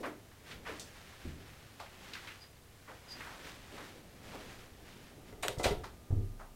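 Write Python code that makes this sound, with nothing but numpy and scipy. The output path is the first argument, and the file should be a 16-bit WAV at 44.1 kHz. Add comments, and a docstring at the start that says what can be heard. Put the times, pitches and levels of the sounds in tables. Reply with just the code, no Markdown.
"""One microphone in a small bare room, over steady hiss and rumble. Someone steps and shuffles on a mat,
clothes rustling; among light knocks and a low thump they pick up a helmet, and two tiny squeaks follow.
Near five seconds a faint whine joins. They slip out through a wooden door: it swings with a low rush
of air, then clatters into its frame as the latch scrapes and snaps.
A dull thump comes from the far side of the wall, then one last knock."""
import sys
import numpy as np
from scipy import signal
from scipy.fft import rfft, irfft, next_fast_len
from scipy.io import wavfile
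from scipy.ndimage import uniform_filter1d

SR = 44100
rng = np.random.default_rng(int(sys.argv[2]) if len(sys.argv) > 2 else 0)


def persist_wave(psi):
    """Save psi, clipped to +-1, as 16-bit WAV."""
    counts = np.round(np.clip(psi, -1, 1) * 32767).astype(np.int16)
    wavfile.write(sys.argv[1], SR, np.atleast_2d(counts).T)


N = 288855
T = np.arange(SR) / SR  # seconds within one blow and its tail
SCENE_T = np.arange(N) / SR


def undb(db):
    """Decibels to gain."""
    return 10 ** (np.asarray(db) / 20)


def unit(x):
    """Scale to unit energy."""
    return x / np.sqrt(np.sum(x ** 2))


def level(x, db):
    """Set the rms level of the loudest twentieth of a second."""
    return x * undb(db) / np.sqrt(uniform_filter1d(x ** 2, SR // 20).max())


def add(out, start_s, x):
    """Mix x in at start_s."""
    i = max(int(start_s * SR), 0)
    out[i:i + len(x)] += x[:N - i]


def band(x, low_hz, high_hz, order=2):
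    """Band-pass between two edges."""
    edges = np.sort(np.minimum([low_hz, high_hz], .45 * SR)) + [0, 1]
    return signal.sosfilt(signal.butter(order, edges, "band", fs=SR, output="sos"), x + 1e-18)


def colour(x, points):
    """Shape x by (frequency_hz, gain_db) points, at rms 1."""
    hz, db = np.transpose(points)
    size = next_fast_len(N)
    bins_hz = np.maximum(np.fft.rfftfreq(size, 1 / SR), 1)
    gain = undb(np.interp(np.log(bins_hz), np.log(hz), db))
    return unit(irfft(rfft(x, size) * gain, size)[:N]) * np.sqrt(N)


def through(x, response):
    """Pass x through an impulse response."""
    return signal.fftconvolve(x, response)[:len(x)]


def fade(t60_s):
    """Exponential decay, 60 dB in t60_s."""
    return np.exp(-np.log(1000) * T / t60_s)


def ring(modes):
    """Impulse response of a set of damped modes."""
    return unit(sum(undb(db) * fade(t60_s) * np.sin(2 * np.pi * hz * T) for hz, db, t60_s in modes))


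def linger(energy, seconds):
    """Energy builds up and leaks away with a time constant."""
    return signal.lfilter([1], [1, -np.exp(-1 / (seconds * SR))], energy + 1e-18)


def contact(length_s, rough_db=4, rise=0.18):
    """Two surfaces touch in a quick run of uneven micro-impacts that swells and dies."""
    grains, size = rng.standard_normal((2, len(T)))
    impacts = grains * undb(rough_db * np.clip(size, -2, 2))
    swell = 1 - np.exp(-T / (rise * length_s))
    return unit(impacts * swell * np.exp(-T / length_s))


# Reverberation of the bare room: frequency_hz, t60_s
ROOM_DECAY = [(100, 0.97), (400, 0.57), (1200, 0.28), (3500, 0.34), (8000, 0.22), (15000, 0.5)]
def in_room(force, wet_db, early_db=4, early_s=0.018):
    """A contact reaches the microphone directly, then off the walls: an early cluster and a tail."""
    hz, t60s = np.transpose(ROOM_DECAY)
    noise = rfft(rng.standard_normal(len(T)))
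    log_hz = np.log(np.maximum(np.fft.rfftfreq(len(T), 1 / SR), 1))
    early = undb(2 * early_db) * linger(force ** 2, early_s)
    tail = 0
    for share, t60_s in zip(np.eye(len(hz)), t60s):
        noise_band = irfft(noise * np.interp(log_hz, np.log(hz), share), len(T))
        late = linger(force ** 2, t60_s / (2 * np.log(1000)))
        tail = tail + noise_band * np.sqrt(early + late)
    return force + undb(wet_db) * unit(tail)


# Hiss and rumble at the microphone: frequency_hz, gain_db
HISS_SPECTRUM = [(20, -1.5), (100, 4.5), (200, -5.5), (400, -8), (800, -14), (1600, -19.5), (3200, -21),
                 (6400, -22.5), (12000, -23.5), (15500, -27)]
def room_tone(hiss_db=-59, whine_hz=1211, whine_db=-71, whine_start_s=4.9):
    """Steady hiss and rumble; a faint thin whine joins late."""
    hiss = colour(rng.standard_normal(N), HISS_SPECTRUM)
    whine = np.sin(2 * np.pi * whine_hz * SCENE_T) * np.clip(2 * (SCENE_T - whine_start_s), 0, 1)
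    return undb(hiss_db) * hiss + undb(whine_db) * whine


def rubbing(spectrum, grain_db=5.0, flutter_db=1):
    """Fine grains of friction that flutter as folds pass over each other; rms 1."""
    folds = np.interp(np.arange(N), np.linspace(0, N, num=200), rng.standard_normal(200))
    noise, grains = rng.standard_normal((2, N))
    return colour(noise * undb(grain_db * grains + flutter_db * folds), spectrum)


def leaving(outside_s=5.78, decay_s=0.76):
    """Gain that dies away once the person is out of the room."""
    return np.exp(-np.maximum(SCENE_T - outside_s, 0) / decay_s)


# Friction of soles on the mat: frequency_hz, gain_db
SOLE_SPECTRUM = [(40, 3.5), (100, 3), (250, 1.5), (500, -4.5), (800, -8), (1500, -40), (4000, -67)]
# Rise and fall of the sliding: time_s, relative_db
SHUFFLE_CURVE = [(0, -56), (0.3, -81), (0.53, -53.5), (1.1, -66), (1.35, -60), (1.65, -67), (2.1, -63),
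                 (2.65, -80), (3.15, -59.5), (4.1, -60), (4.38, -53.5), (4.7, -60), (5.4, -58)]
def shuffle(gain_db=1):
    """Soles slide over the mat with a low rub."""
    curve_db = np.interp(SCENE_T, *np.transpose(SHUFFLE_CURVE))
    return rubbing(SOLE_SPECTRUM) * undb(curve_db + gain_db) * leaving()


# Friction of cloth: frequency_hz, gain_db
CLOTH_SPECTRUM = [(500, 0), (950, -0.5), (1800, 1.5), (3500, -3.5), (6000, -9.5), (10000, -17),
                  (16000, -23)]
# Sweeps of arm and robe: peak_s, relative_db, swell_s
CLOTH_SWEEPS = [(0.51, -52.5, 0.041), (0.756, -53.5, 0.066), (0.96, -55.5, 0.045), (1.11, -55.5, .07),
                (1.283, -55.5, 0.059), (1.52, -59.5, .13), (1.84, -60, 0.13), (2.08, -55.5, 0.079),
                (2.25, -54.5, 0.12), (2.933, -61, 0.079), (3.243, -52.5, 0.11), (3.47, -51.5, 0.068),
                (3.8, -53.5, 0.13), (4.342, -55.5, 0.081), (4.49, -54, 0.13), (4.902, -57.5, 0.054),
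                (5.053, -60.5, 0.067), (5.29, -58.5, 0.021)]
def clothes(gain_db=0.5, stir_db=-67, release_ratio=0.95):
    """Cloth rubs on cloth, swelling with each sweep and still stirring in between."""
    power = undb(stir_db) ** 2
    for peak_s, db, swell_s in CLOTH_SWEEPS:
        spread_s = swell_s * np.where(SCENE_T < peak_s, 1, release_ratio)
        from_peak = np.clip((SCENE_T - peak_s) / spread_s, -20, 20)
        power = power + undb(db) ** 2 / np.cosh(from_peak) ** 2
    return rubbing(CLOTH_SPECTRUM) * np.sqrt(power) * undb(gain_db) * leaving()


def knock(db, low_hz, high_hz, length_s, modes, wet_db, crisp_db, ring_db, crisp_top_hz=6000):
    """A small, crisp-edged contact; size and softness set its band, and a nearby surface rings along."""
    surface = ring(modes)
    surface = surface * undb(ring_db) / np.abs(rfft(surface)).max()  # ring_db at the strongest mode
    touch = in_room(contact(length_s), wet_db)
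    edge = unit(band(touch, 300, crisp_top_hz, order=1))
    sound = unit(band(touch, low_hz, high_hz)) + undb(crisp_db) * edge
    return level(sound + through(sound, surface), db)


# Ring of the floor underfoot: pitch_hz, gain_db, t60_s
FLOOR_RING = [(307, 3, 0.32), (405, -6.5, .2), (472, -5, 0.32)]
# Steps about the room: start_s, scuff_db, scuff_top_hz, weight_db
SCUFFED_STEPS = [(0.028, -40.5, 1730, -43.5), (0.660, -44.5, 2270, -45.5), (2.874, -51.5, 1780, -58.5),
                 (3.772, -50, 1810, -55), (4.318, -52, 1090, -48.5)]
# Soft treads with no scuff: start_s, level_db
SOFT_TREADS = [(0.002, -46), (3.391, -59.5), (3.722, -52.5), (3.950, -55), (5.177, -58.5)]
def footsteps(sole_lag_s=.028):
    """The foot scuffs the mat, then the sole lands with a duller pat; both ring the floor."""
    out = np.zeros(N)
    scuff = dict(low_hz=407, length_s=.022, modes=FLOOR_RING, ring_db=11.5)
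    sole = dict(low_hz=236, high_hz=550, length_s=0.0074, modes=FLOOR_RING, ring_db=1)
    for start_s, scuff_db, top_hz, weight_db in SCUFFED_STEPS:
        add(out, start_s, knock(scuff_db, high_hz=top_hz, wet_db=9.5, crisp_db=-20.5, **scuff))
        add(out, start_s + sole_lag_s, knock(weight_db, wet_db=4.5, crisp_db=-14, **sole))
    for start_s, db in SOFT_TREADS:
        add(out, start_s, knock(db, wet_db=6.5, crisp_db=-16, **sole))
    return out


# Ring of the door panel, also heard in thumps and door: pitch_hz, gain_db, t60_s
PANEL_RING = [(313, -12.5, 0.37), (386.7, -3, 0.37), (452.5, -3, 0.25), (572, -2, 0.1), (715, -2, 0.36),
              (941, 0.5, 0.22), (1170, -8, 0.35), (1323, -5.5, 0.26), (1417, -6, 0.24), (2030, 8.5, 0.092),
              (2700, -19, .13)]
# Light knocks of hands, helmet and door: start_s, level_db, centre_hz, contact_s
LIGHT_KNOCKS = [(0.313, -63, 1080, 0.0031), (0.509, -50, 2330, 0.0097), (0.649, -51.5, 1600, 0.016),
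                (0.796, -47.5, 5000, .003), (1.797, -53.5, 2850, 0.0056), (1.801, -46.5, 840, 0.0025),
                (1.859, -56.5, 1960, 0.004), (2.134, -46.5, 2970, .0046), (2.152, -47.5, 1740, 0.003),
                (2.271, -48, 1980, 0.01), (3.205, -47, 1530, 0.0077), (3.245, -50.5, 1110, 0.056),
                (5.835, -46.5, 1080, 0.0098), (6.392, -51.5, 960, 0.02)]
def taps(edge_ratio=1.583):
    """Hard things touch lightly, each in a band around its own centre; the door panel rings along."""
    out = np.zeros(N)
    for start_s, db, centre_hz, contact_s in LIGHT_KNOCKS:
        tap = knock(db, centre_hz / edge_ratio, centre_hz * edge_ratio, contact_s, PANEL_RING,
                    wet_db=5, crisp_db=-13.5, ring_db=0, crisp_top_hz=7000)
        add(out, start_s, tap)
    return out


# Low modes of door leaf and floor: pitch_ratio, gain_db, t60_s
BOOM_RING = [(.7, -33, 0.18), (.85, 3.5, 0.32), (1.0, 5.5, 0.55), (1.28, -2.5, .34), (2.25, -27, 0.42)]
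# Thumps through floor and wall: start_s, level_db, pitch_hz, rattle_gain_db, rattle_top_hz, sway_gain_db
DULL_THUMPS = [(1.248, -46, 82.2, 2, 270, -20), (1.273, -43.5, 79, -9, 323, -13),
               (6.104, -33, 101.7, -14, 590, -11), (6.125, -29, 100.2, -14, 393, -4.5),
               (6.175, -37.5, 101.8, -9.5, 325, 5)]
def thumps(wood_db=-8, push_s=0.0033, sway_hz=29.1, sway_t60_s=1):
    """A soft push booms in the low modes, sways the leaf and rattles the wood a little."""
    out = np.zeros(N)
    push = np.sin(np.pi * np.minimum(T / push_s, 1))
    sway = np.sin(2 * np.pi * sway_hz * T) * fade(sway_t60_s)
    for start_s, db, pitch_hz, rattle_db, top_hz, sway_db in DULL_THUMPS:
        boom = through(push, ring(np.array(BOOM_RING) * [pitch_hz, 1, 1]))
        force = band(in_room(contact(length_s=0.0077), wet_db=9.3), 50, top_hz, order=3)
        rattle = unit(force) + undb(wood_db) * unit(through(force, ring(PANEL_RING)))
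        add(out, start_s, level(boom, db) + level(sway, db + sway_db) + level(rattle, db + rattle_db))
    return out


# Two tiny squeaks, each of two slips: peak_s, level_db, pitch_hz, half_length_s
SQUEAK_SLIPS = [(2.424, -58.5, 4860, 0.0061), (2.43, -64, 4890, 0.031), (3.094, -60.5, 4930, 0.015),
                (3.121, -49.5, 4843, 0.016)]
def squeaks(waver=0.016, wet_db=-4, rub_db=-9):
    """A smooth surface sticks and slips: one high, unsteady tone in a little rubbing noise."""
    out = np.zeros(N)
    impulse = 1. * (T == 0)
    for peak_s, db, pitch_hz, half_s in SQUEAK_SLIPS:
        drift = unit(band(rng.standard_normal(len(T)), 30, 400)) * np.sqrt(len(T))
        tone = unit(np.sin(2 * np.pi * np.cumsum(pitch_hz * (1 + waver * drift)) / SR))
        rub = unit(band(rng.standard_normal(len(T)), 0.75 * pitch_hz, 1.23 * pitch_hz, order=1))
        slip = (tone + undb(rub_db) * rub) * np.exp(-(T / half_s - np.pi) ** 2)
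        add(out, peak_s - np.pi * half_s, level(through(slip, in_room(impulse, wet_db)), db))
    return out


# Swing (first two rows) and clatter, from inside: start_s, level_db, brightness_hz, length_s, push_db
DOOR_CLOSING = [(5.326, -51.5, 450, 0.0026, -54), (5.386, -64, 394, .02, -56),
                (5.485, -43, 586, 0.008, -47.5), (5.572, -47, 650, 0.0047, -39.5),
                (5.597, -37.5, 910, 0.005, -43), (5.625, -46.5, 860, 0.01, -65),
                (5.642, -34.5, 2650, 0.0064, -63), (5.654, -28.5, 876, 0.01, -33.5),
                (5.709, -34.5, 443, 0.009, -37.5)]
def door(ring_db=-4.5, wet_db=1, wood_low_hz=370, crack_db=-14, push_top_hz=120):
    """The door swings with a low rush of air, then clatters into its frame, ringing the panel."""
    out, panel = np.zeros(N), ring(PANEL_RING)
    for start_s, db, bright_hz, length_s, push_db in DOOR_CLOSING:
        burst = in_room(contact(length_s), wet_db)
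        wood = unit(band(burst, wood_low_hz, bright_hz))
        crack = unit(band(burst, bright_hz, 3 * bright_hz, order=1))
        tone = unit(band(panel, 110, bright_hz, order=1))
        add(out, start_s, level(wood + undb(crack_db) * crack + undb(ring_db) * tone, db))
        push = band(in_room(contact(length_s=0.015), wet_db=-4.5), 18, push_top_hz)
        add(out, start_s, level(push, push_db))
    return out


# Ring of the bolt and its plate: pitch_hz, gain_db, t60_s
BOLT_RING = [(3840, -5, 0.01), (7000, -6, 0.0073), (8060, -3, 0.0062), (8750, -7, 0.011), (11300, -9, .004)]
# Scrapes and snaps of the bolt, with one dull wooden knock (third row):
# start_s, level_db, low_hz, high_hz, contact_s, wet_db, ring_db
LATCHING_CONTACTS = [(5.425, -47, 1500, 7000, 0.0073, 1, 1), (5.431, -36.5, 424, 2770, 0.0075, -0.5, -9.5),
                     (5.447, -38.5, 360, 740, 0.013, 0.5, -12), (5.4825, -36, 1100, 5040, 0.00052, -8, -7),
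                     (5.584, -51.5, 3400, 8700, 0.0033, 10, -20), (5.63, -43, 1800, 7000, 0.0095, 7, -8),
                     (5.640, -34.5, 1640, 5000, 0.003, 10, -13), (5.838, -55.5, 2000, 5300, 0.0069, 8, -23)]
def latch():
    """The bolt grinds over its plate and snaps, with one dull wooden knock; the metal rings briefly."""
    out, metal = np.zeros(N), ring(BOLT_RING)
    for start_s, db, low_hz, high_hz, contact_s, wet_db, ring_db in LATCHING_CONTACTS:
        touch = in_room(contact(contact_s), wet_db)
        body = unit(band(touch, low_hz, high_hz))
        ping = unit(through(touch, metal))
        add(out, start_s, level(body + undb(ring_db) * ping, db))
    return out


def scene():
    """All sources at one microphone inside the room."""
    mono = room_tone() + shuffle() + clothes() + footsteps() + taps()
    mono += thumps() + squeaks() + door() + latch()
    return mono[None]


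def record(dry, top_hz=15850):
    """The recorder cuts the highest treble steeply."""
    return signal.sosfilt(signal.ellip(10, .2, 70, top_hz, fs=SR, output="sos"), dry)


dry = scene()
out = record(dry)
persist_wave(out)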